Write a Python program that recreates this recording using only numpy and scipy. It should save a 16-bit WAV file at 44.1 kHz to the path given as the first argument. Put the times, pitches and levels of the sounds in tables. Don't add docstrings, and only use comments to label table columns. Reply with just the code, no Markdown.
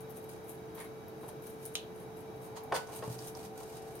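import sys
import numpy as np
from scipy import signal
from scipy.fft import rfft, irfft
from scipy.io import wavfile

SR = 44100
rng = np.random.default_rng(int(sys.argv[2]) if len(sys.argv) > 2 else 0)


def wav_out(sig):
    wavfile.write(sys.argv[1], SR, np.round(np.clip(np.atleast_2d(sig).T, -1, 1) * 32767).astype(np.int16))


N = 176400
T = np.arange(N) / SR

# (frequency [Hz], t60 [s])
KITCHEN_T60 = [(200, 0.18), (1000, 0.21), (3000, 0.21), (8000, 0.13), (15000, 0.16)]
# (frequency [Hz], level [dB])
AIR_COLOUR = [(15, -49), (25, -28.5), (102, -6.5), (249, -8), (451, -8), (489, -9.5), (677, -12),
              (1040, -17.5), (1560, -20.5), (1890, -25.5), (2350, -27), (2610, -29), (3920, -33),
              (6560, -33.5), (8140, -40), (12900, -37.5), (16000, -40.5)]
# (frequency [Hz], likeness [0-1])
AIR_LIKENESS = [(40, 0.64), (125, 0.54), (300, 0.62), (470, 0.72), (900, 0), (2000, 0), (12000, 0)]
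# (frequency [Hz], level [dB], width [Hz], steady share [0-1])
HUM_TONES = [(130.7, -60, 17.6, 0.1), (183.4, -61.5, 43, 0.19), (319, -63, 16.6, 0.07),
             (360.3, -60.5, 12, 0.9), (440, -47, 37, 0.97), (681, -66, 6.3, 1), (2303, -73.5, 49, 0.47),
             (3855, -73, 82, 0.54)]
# (time [s], level [dB])
HOLLOW_LEVELS = [(0, -57), (0.8, -59.5), (1.9, -59.5), (2.4, -55.5), (2.8, -52), (3.3, -60), (4, -61)]
# (peak time [s], rise [s], fall [s], level [dB], pitch [Hz])
DOUGH_PEELS = [(0.005, 0.012, 0.012, -57, 11300), (0.105, 0.019, 0.059, -60, 12500),
               (0.175, 0.028, 0.011, -58, 10300), (0.24, 0.01, 0.016, -58.5, 11900),
               (0.295, 0.0087, 0.04, -56.5, 11300), (0.44, 0.011, .015, -65, 11100),
               (0.495, 0.027, 0.035, -52, 11400), (0.754, .009, 0.013, -49, 12500),
               (0.809, 0.019, 0.014, -50, 9940), (0.848, .01, 0.012, -60, 9800),
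               (1.085, .003, 0.012, -61, 12900), (1.235, 0.04, 0.031, -60, 10800),
               (1.29, 0.012, 0.0048, -55, 11300), (1.432, 0.011, 0.038, -55.5, 12700),
               (1.472, 0.016, 0.049, -56, 10500), (1.615, 0.012, 0.027, -57.5, 11700),
               (1.66, 0.013, 0.015, -47.5, 10600), (1.735, 0.016, 0.035, -53.5, 10800),
               (2.0, 0.039, 0.021, -58, 10500), (2.18, 0.024, 0.03, -60, 11800),
               (2.362, .003, 0.0074, -59, 12000), (2.452, 0.036, 0.018, -55, 11500),
               (2.636, 0.0048, 0.013, -63, 11900), (2.959, 0.016, 0.0093, -48.5, 11000),
               (3.13, 0.03, 0.03, -55, 11700), (3.275, 0.027, 0.029, -50.5, 11200),
               (3.96, 0.037, 0.017, -58.5, 11200)]
# (frequency [Hz], level [dB])
PEEL_SPECTRUM = [(1500, -4.5), (3000, 0), (5000, -9.5), (7400, 2.5), (9000, 1), (11700, 1), (13500, -3),
                 (16000, -0.5)]
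# (time [s], level [dB], pitch [Hz])
SINGLE_SNAPS = [(0.096, -42, 12500), (0.1037, -38, 12100), (0.112, -42, 12300), (0.168, -49, 9000),
                (0.176, -49, 11600), (0.2917, -41, 11900), (0.4905, -43, 11700), (0.501, -48, 10800),
                (0.752, -35, 12200), (0.8031, -35, 9870), (1.083, -37.5, 13100), (1.2894, -38, 9050),
                (1.468, -38, 10600), (1.6535, -27, 10500), (1.661, -30, 10400), (2.362, -52, 12000),
                (2.44, -46, 11000), (2.6359, -40.5, 11900), (2.873, -43, 6200), (3.19, -33, 5100),
                (3.243, -38, 8350), (3.283, -38, 6300), (3.351, -35, 5300), (3.452, -45, 7000)]
# (peak time [s], rise [s], fall [s], level [dB])
FINGER_WIPES = [(0.295, 0.0044, 0.079, -59.5), (1.47, 0.028, 0.023, -57.5), (1.64, 0.047, 0.034, -59),
                (2.46, 0.033, .04, -62.5), (2.873, 0.0049, 0.021, -59), (2.95, 0.062, 0.058, -52),
                (3.05, .03, 0.07, -60), (3.125, 0.078, 0.028, -49.5), (3.19, 0.012, 0.018, -48),
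                (3.245, 0.035, 0.034, -51), (3.285, 0.017, 0.011, -51.5), (3.353, 0.0054, 0.037, -51),
                (3.41, 0.043, 0.058, -57), (3.455, 0.024, 0.0077, -46.5), (3.588, 0.026, 0.03, -50.5),
                (3.62, 0.018, 0.03, -54.5), (3.74, 0.077, 0.093, -54.5), (3.86, 0.057, 0.48, -60)]
# (frequency [Hz], level [dB])
WIPE_SPECTRUM = [(800, 9.5), (2000, -0.5), (3200, 2), (4700, 4), (6500, 5), (7600, 6), (9000, 4),
                 (12000, 1), (16000, -7.5)]
# (time [s], level [dB], decay [s], low-pass [Hz])
SOFT_PATS = [(0.76, -48.5, 0.08, 1500), (1.233, -41, 0.0093, 1180), (1.286, -41, 0.01, 736),
             (2.715, -29, 0.0034, 700), (2.7217, -23.5, 0.01, 1900), (2.733, -34.5, 0.032, 1300),
             (2.884, -47, 0.066, 1220), (3.023, -34.5, 0.022, 1710), (3.077, -38.5, 0.009, 1090),
             (3.353, -41.5, 0.011, 600), (3.608, -46, 0.026, 1210)]
# (frequency [Hz], level [dB])
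PAT_SPECTRUM = [(50, -21), (150, -12), (300, -13), (430, 4), (590, 4.5), (800, -2), (1000, 6), (1500, -9),
                (3000, -6.5), (8000, -3.5), (16000, 0.5)]
# (frequency [Hz], level [dB], t60 [s])
LOADED_BOWL_MODES = [(431, -5, 0.099), (533, -1, 0.16), (559, -9, 0.3), (584, -2, 0.34), (743, -11.5, 0.45),
                     (776, 4, 0.16), (915, 3, 0.11), (950, -5, 0.38), (987, 4, 0.17), (1110, -11, 0.23),
                     (1159, -13, 0.24), (1263, 0, 0.2), (1495, -3, 0.31), (1490, 10, 0.27)]
# (peak time [s], rise [s], fall [s], level [dB])
PALM_SKIDS = [(0.787, 0.011, 0.032, -49), (0.805, .006, 0.039, -51), (0.848, 0.008, .015, -56.5)]
# (frequency [Hz], level [dB])
SKID_SPECTRUM = [(300, -26), (900, -0.5), (1400, 2), (2200, 3), (2900, -12), (4000, -4), (6000, -35),
                 (16000, -27)]
# (peak time [s], rise [s], fall [s], level [dB])
DOUGH_SMEARS = [(0.79, 0.017, 0.042, -56), (1.293, 0.0043, 0.0042, -54), (2.573, 0.013, 0.006, -46),
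                (2.747, 0.0067, 0.0072, -35), (2.757, 0.0054, 0.0039, -32),
                (2.764, 0.00084, 0.00094, -27.5), (2.778, .008, 0.045, -50)]
# (frequency [Hz], level [dB])
SMEAR_SPECTRUM = [(80, -33), (250, -15), (500, 1.5), (950, 4.5), (1600, -5), (2200, -7), (3000, -9),
                  (4000, -8.5), (4850, -3.5), (5700, -11.5), (7000, -5.5), (9500, -14), (16000, -21)]
# (time [s], level [dB], pulse width [s])
FLAT_SLAPS = [(1.2378, -42, 0.0004), (1.2418, -40.5, 0.00024), (1.2915, -35.5, 0.00048),
              (2.7238, -20, 0.00018), (2.7265, -25, 0.00019), (2.7293, -15, 0.00028), (2.748, -28, 0.00014),
              (2.7592, -23, 0.00044), (3.027, -30, 0.00027), (3.353, -43, 0.0003)]
# (time [s], ring level [dB], crack level [dB], pan [dB])
RIM_TAPS = [(1.7536, -25.5, -11, -1), (1.7565, -36, -17, 7), (1.7628, -36.5, -32, -5)]
# (frequency [Hz], level [dB], t60 [s])
DAMPED_RIM_MODES = [(1220, -19, 0.03), (2550, -10, 0.028), (2750, -5, 0.028), (3050, 3.5, 0.013),
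                    (3220, -14, 0.037), (3280, -7, 0.058), (3660, -17, 0.039), (3950, -7, 0.04),
                    (4200, -11, .045), (5500, -16, 0.03), (6640, -8, 0.029)]
# (frequency [Hz], level [dB])
CRACK_SPECTRUM = [(500, -26), (1300, -20), (2200, -6), (3100, 11.5), (4200, -3.5), (6000, 4), (8000, -11.5),
                  (11000, -9.5), (16000, -31)]
# (frequency [Hz], level [dB], width [Hz])
SINGING_TONES = [(765, -59.5, 18), (678, -66, 20), (834, -69, 25), (1017, -75, 29)]
# (peak time [s], rise [s], fall [s], level [dB])
BOWL_DRAGS = [(3.02, 0.068, 0.049, -52), (3.19, 0.048, 0.17, -55.5)]
# (frequency [Hz], level [dB])
DRAG_SPECTRUM = [(40, -27), (90, -12), (125, 19), (170, -14), (260, -7), (600, -27), (2000, -43),
                 (8000, -80)]
# (time [s], level [dB])
TABLE_KNOCKS = [(3.076, -40.5), (3.101, -39.5)]
# (frequency [Hz], level [dB], t60 [s])
TABLE_KNOCK_MODES = [(78, -13, .09), (123, -1.5, 0.33), (138, 1.5, .17), (168, -6, 0.12), (235, -12, 0.047)]
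# (frequency [Hz], gain [dB], Q [ratio])
LEFT_MIC = [(11700, 8, 10), (7840, -20, 4.5)]
# (frequency [Hz], gain [dB], Q [ratio])
RIGHT_MIC = [(9050, 11, 15.4), (10500, -5.5, 2.9), (7360, -17, 24)]


def from_db(db):
    return 10 ** (np.asarray(db) / 20)


def unit_rms(x):
    return x / np.sqrt(np.mean(x ** 2) + 1e-20)


def at_hz(points, hz):
    freqs, values = np.transpose(points)
    return np.interp(np.log(np.maximum(hz, 1)), np.log(freqs), values)


def butter(x, order, hz, kind):
    return signal.sosfilt(signal.butter(order, hz, kind, fs=SR, output="sos"), x + 1e-18)


def colour(x, spectrum, size=4096):
    gain = unit_rms(from_db(at_hz(spectrum, np.fft.rfftfreq(size, 1 / SR))))
    cepstrum = irfft(np.log(gain))[:size // 2]
    cepstrum[1:] *= 2
    response = irfft(np.exp(rfft(cepstrum, size)))
    return np.apply_along_axis(lambda channel: signal.fftconvolve(channel, response)[:N], -1, x)


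def ring(x, hz, t60):
    radius, angle = from_db(-60 / (t60 * SR)), 2 * np.pi * hz / SR
    return signal.lfilter([0, np.sin(angle)], [1, -2 * radius * np.cos(angle), radius ** 2], x + 1e-18)


def click(time, db):
    return from_db(db) * (np.arange(N) == int(time * SR))


def pair(mid, side, alike):
    return (np.sqrt(1 + alike) * mid + np.sqrt(1 - alike) * side * np.array([[1], [-1]])) / np.sqrt(2)


def pan(db):
    return from_db(np.array([[db], [-db]]) / 2)


def narrow_noise(hz, width_hz):
    detuning = 2 * (np.fft.rfftfreq(N, 1 / SR) - hz) / width_hz
    return unit_rms(irfft(rfft(rng.standard_normal(N)) / (1 + detuning ** 2), N))


def flutter(per_s):
    knots = rng.standard_normal(N // 20)
    return np.interp(T * per_s, np.arange(len(knots)), knots)


def grains(per_s, spread_db):
    sizes = from_db(spread_db * np.minimum(rng.exponential(1, N), 4))
    fires = rng.random(N) < per_s / SR
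    return unit_rms(fires * sizes * rng.choice([-1, 1], N))


def swells(gestures):
    power = 0
    for peak, rise, fall, db, *_ in gestures:
        fade = np.where(T < peak, ((T - peak) / rise) ** 2, (T - peak) / fall)
        power = power + from_db(db) ** 2 * np.exp(-2 * fade)
    return np.sqrt(power)


def kitchen(x, room_db, build_s=0.001):
    t = T[:SR // 2]
    edges_hz = np.geomspace(80, 18000, 8)
    tail = 0
    for low, high in zip(edges_hz, edges_hz[1:]):
        band = butter(rng.standard_normal((2, len(t))), 2, [low, high], "band")
        tail = tail + band * from_db(-60 * t / at_hz(KITCHEN_T60, np.sqrt(low * high)))
    onset = 1 - np.exp(-(t / build_s) ** 2)
    response = from_db(room_db) * unit_rms(tail * onset) / np.sqrt(len(t))
    return x + signal.fftconvolve(x * np.ones((2, 1)), response, axes=1)[:, :N]


def in_bowl(x, echo_db, decay_s, spots=5):
    spot, t = rng.integers(0, spots, N), T[:SR // 20]
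    out = 0
    for k in range(spots):
        reflections = unit_rms(rng.standard_normal((2, len(t))) * np.exp(-t / decay_s))
        response = from_db(echo_db) * reflections / np.sqrt(len(t))
        response[0, spots] += 1
        response[1, 1 + 2 * k] += 1
        out = out + signal.oaconvolve(np.atleast_2d(x * (spot == k)), response, axes=1)[:, :N]
    return out / np.sqrt(1 + from_db(echo_db) ** 2)


def room_tone():
    mid, side = rfft(rng.standard_normal((2, N)))
    likeness = at_hz(AIR_LIKENESS, np.fft.rfftfreq(N, 1 / SR))
    air = irfft(pair(mid, side, likeness), N)
    return from_db(-50.5) * colour(air, AIR_COLOUR)


def appliance_hum(waver_hz=1.514):
    out = 0
    for hz, db, width, steady in HUM_TONES:
        cycles = np.cumsum(hz + waver_hz * flutter(12)) / SR + rng.random()
        tone = np.sqrt(steady) * np.sin(2 * np.pi * cycles)
        tone += np.sqrt(1 - steady) * narrow_noise(hz, width)
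        out = out + from_db(db) * pair(tone, narrow_noise(hz, width), alike=0.99)
    return out


def hollow_rush(hz=788, width_hz=243):
    band = pair(narrow_noise(hz, width_hz), narrow_noise(hz, width_hz), alike=0.19)
    return from_db(np.interp(T, *np.transpose(HOLLOW_LEVELS))) * band


def wet_ticks(threads, t60_cycles=22, spread_octaves=0.2):
    pitches = np.geomspace(6000, 15000, 14)
    peels = np.array(DOUGH_PEELS)
    peel_hz = np.interp(T, peels[:, 0], peels[:, -1])
    thread_hz = peel_hz * 2 ** (spread_octaves * rng.standard_normal(N))
    nearest = np.digitize(thread_hz, np.sqrt(pitches[1:] * pitches[:-1]))
    ticks = sum(ring(threads * (nearest == k), hz, t60_cycles / hz) for k, hz in enumerate(pitches))
    return unit_rms(ticks) * np.std(threads)


def peeling():
    threads = grains(per_s=1100, spread_db=5.2) * swells(DOUGH_PEELS) * from_db(3.9 * flutter(220))
    ticks = in_bowl(wet_ticks(threads), echo_db=1.5, decay_s=0.004)
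    return from_db(-3.5) * pan(0.61) * kitchen(colour(ticks, PEEL_SPECTRUM), room_db=-1.5)


def snaps(t60_cycles=14.4):
    ticks = sum(ring(click(time, db), hz, t60_cycles / hz) for time, db, hz in SINGLE_SNAPS)
    ticks = in_bowl(butter(ticks, 2, 4500, "high"), echo_db=3, decay_s=0.0025, spots=1)
    return from_db(4) * pan(1.5) * kitchen(ticks, room_db=-6)


def wiping():
    slips = grains(per_s=2200, spread_db=3.8) * swells(FINGER_WIPES) * from_db(3.5 * flutter(130))
    slips = in_bowl(slips, echo_db=7.5, decay_s=0.0032)
    return from_db(-2.05) * pan(-0.53) * kitchen(colour(slips, WIPE_SPECTRUM), room_db=-4.5)


def struck_bowl(contact, ring_db):
    modes = sum(from_db(db) * (-1) ** k * ring(contact, hz, t60)
                for k, (hz, db, t60) in enumerate(LOADED_BOWL_MODES))
    return contact + from_db(ring_db) * modes


def pats():
    blows = 0
    for time, db, decay, cutoff_hz in SOFT_PATS:
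        envelope = (T >= time) * np.exp(-np.abs(T - time) / decay)
        contacts = butter(grains(per_s=6600, spread_db=2.0) * envelope, 2, cutoff_hz, "low")
        onset_rms = np.sqrt(2 * np.sum(contacts ** 2) / (decay * SR) + 1e-20)
        blows = blows + from_db(db) * contacts / onset_rms
    blows = in_bowl(blows, echo_db=-3.5, decay_s=0.013, spots=1)
    blows = struck_bowl(blows, ring_db=-61)
    return from_db(-3.5) * kitchen(colour(blows, PAT_SPECTRUM), room_db=-14.5)


def skidding():
    slips = grains(per_s=470, spread_db=2.5) * swells(PALM_SKIDS)
    slips = in_bowl(slips, echo_db=7.5, decay_s=0.0013)
    return kitchen(colour(slips, SKID_SPECTRUM), room_db=-10)


def smearing():
    squelch = grains(per_s=6800, spread_db=2.0) * swells(DOUGH_SMEARS)
    squelch = in_bowl(squelch, echo_db=0.5, decay_s=0.0051)
    return pan(-0.1) * kitchen(colour(squelch, SMEAR_SPECTRUM), room_db=-2)


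def slaps():
    pressure = 0
    for time, db, width in FLAT_SLAPS:
        lead = (time - T) / width
        pressure = pressure + from_db(db) * lead * np.exp((1 - lead ** 2) / 2)
    pressure = butter(pressure, 4, 380, "high")
    return from_db(-3.5) * kitchen(struck_bowl(pressure, ring_db=-51.5), room_db=-5.5)


def crack(time, db, chatter_db=-17, chatter_s=0.00052):
    chatter = rng.standard_normal((2, N)) * (T > time) * np.exp(-np.abs(T - time) / chatter_s)
    burst = colour(click(time, 0) + from_db(chatter_db) * chatter, CRACK_SPECTRUM)
    return from_db(db) * burst / np.linalg.norm(burst, axis=1, keepdims=True)


def rim_shimmer(hit, band_hz=(2590, 4170), t60=0.27):
    t = T[:SR // 4]
    band = unit_rms(butter(rng.standard_normal((2, len(t))), 3, band_hz, "band"))
    return signal.fftconvolve(hit[None], band * from_db(-60 * t / t60), axes=1)[:, :N]


def clink():
    first_tap = click(*RIM_TAPS[0][:2])
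    out = from_db(-20) * rim_shimmer(first_tap)
    for time, ring_db, crack_db, pan_db in RIM_TAPS:
        hit = click(time, ring_db)
        modes = sum(from_db(db) * rng.choice([-1, 1]) * ring(hit, hz, t60)
                    for hz, db, t60 in DAMPED_RIM_MODES)
        out = out + pan(pan_db) * (from_db(-5) * modes + from_db(3.5) * crack(time, crack_db))
    out[0] = np.roll(out[0], 4)
    return kitchen(out, room_db=-7.5, build_s=0.0018)


def singing_bowl(lift_s=2.75, rise_s=0.54):
    tones = sum(from_db(db) * pair(narrow_noise(hz, width), narrow_noise(hz, width), alike=1)
                for hz, db, width in SINGING_TONES)
    return tones * np.clip((T - lift_s) / rise_s, 0, 1)


def dragging():
    shudder = grains(per_s=1300, spread_db=19.0) * swells(BOWL_DRAGS)
    return kitchen(colour(shudder, DRAG_SPECTRUM), room_db=-10)


def table_knock():
    hits = butter(sum(click(time, db) for time, db in TABLE_KNOCKS), 2, [90, 400], "band")
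    return sum(from_db(db) * ring(hits, hz, t60) for hz, db, t60 in TABLE_KNOCK_MODES)


def scene():
    hands = peeling() + snaps() + wiping() + smearing() + skidding() + pats() + slaps()
    bowl = clink() + singing_bowl() + dragging() + table_knock()
    return hands + bowl + room_tone() + appliance_hum() + hollow_rush()


def microphone(x, resonances):
    for hz, db, q in resonances:
        x = x + (from_db(db) - 1) * signal.lfilter(*signal.iirpeak(hz, q, fs=SR), x)
    return x


def record(dry):
    cutoff_hz = 15850
    heard = np.array([microphone(dry[0], LEFT_MIC), microphone(dry[1], RIGHT_MIC)])
    return signal.sosfilt(signal.ellip(12, 0.1, 80, cutoff_hz, fs=SR, output="sos"), heard)


dry = scene()
out = record(dry)
wav_out(out)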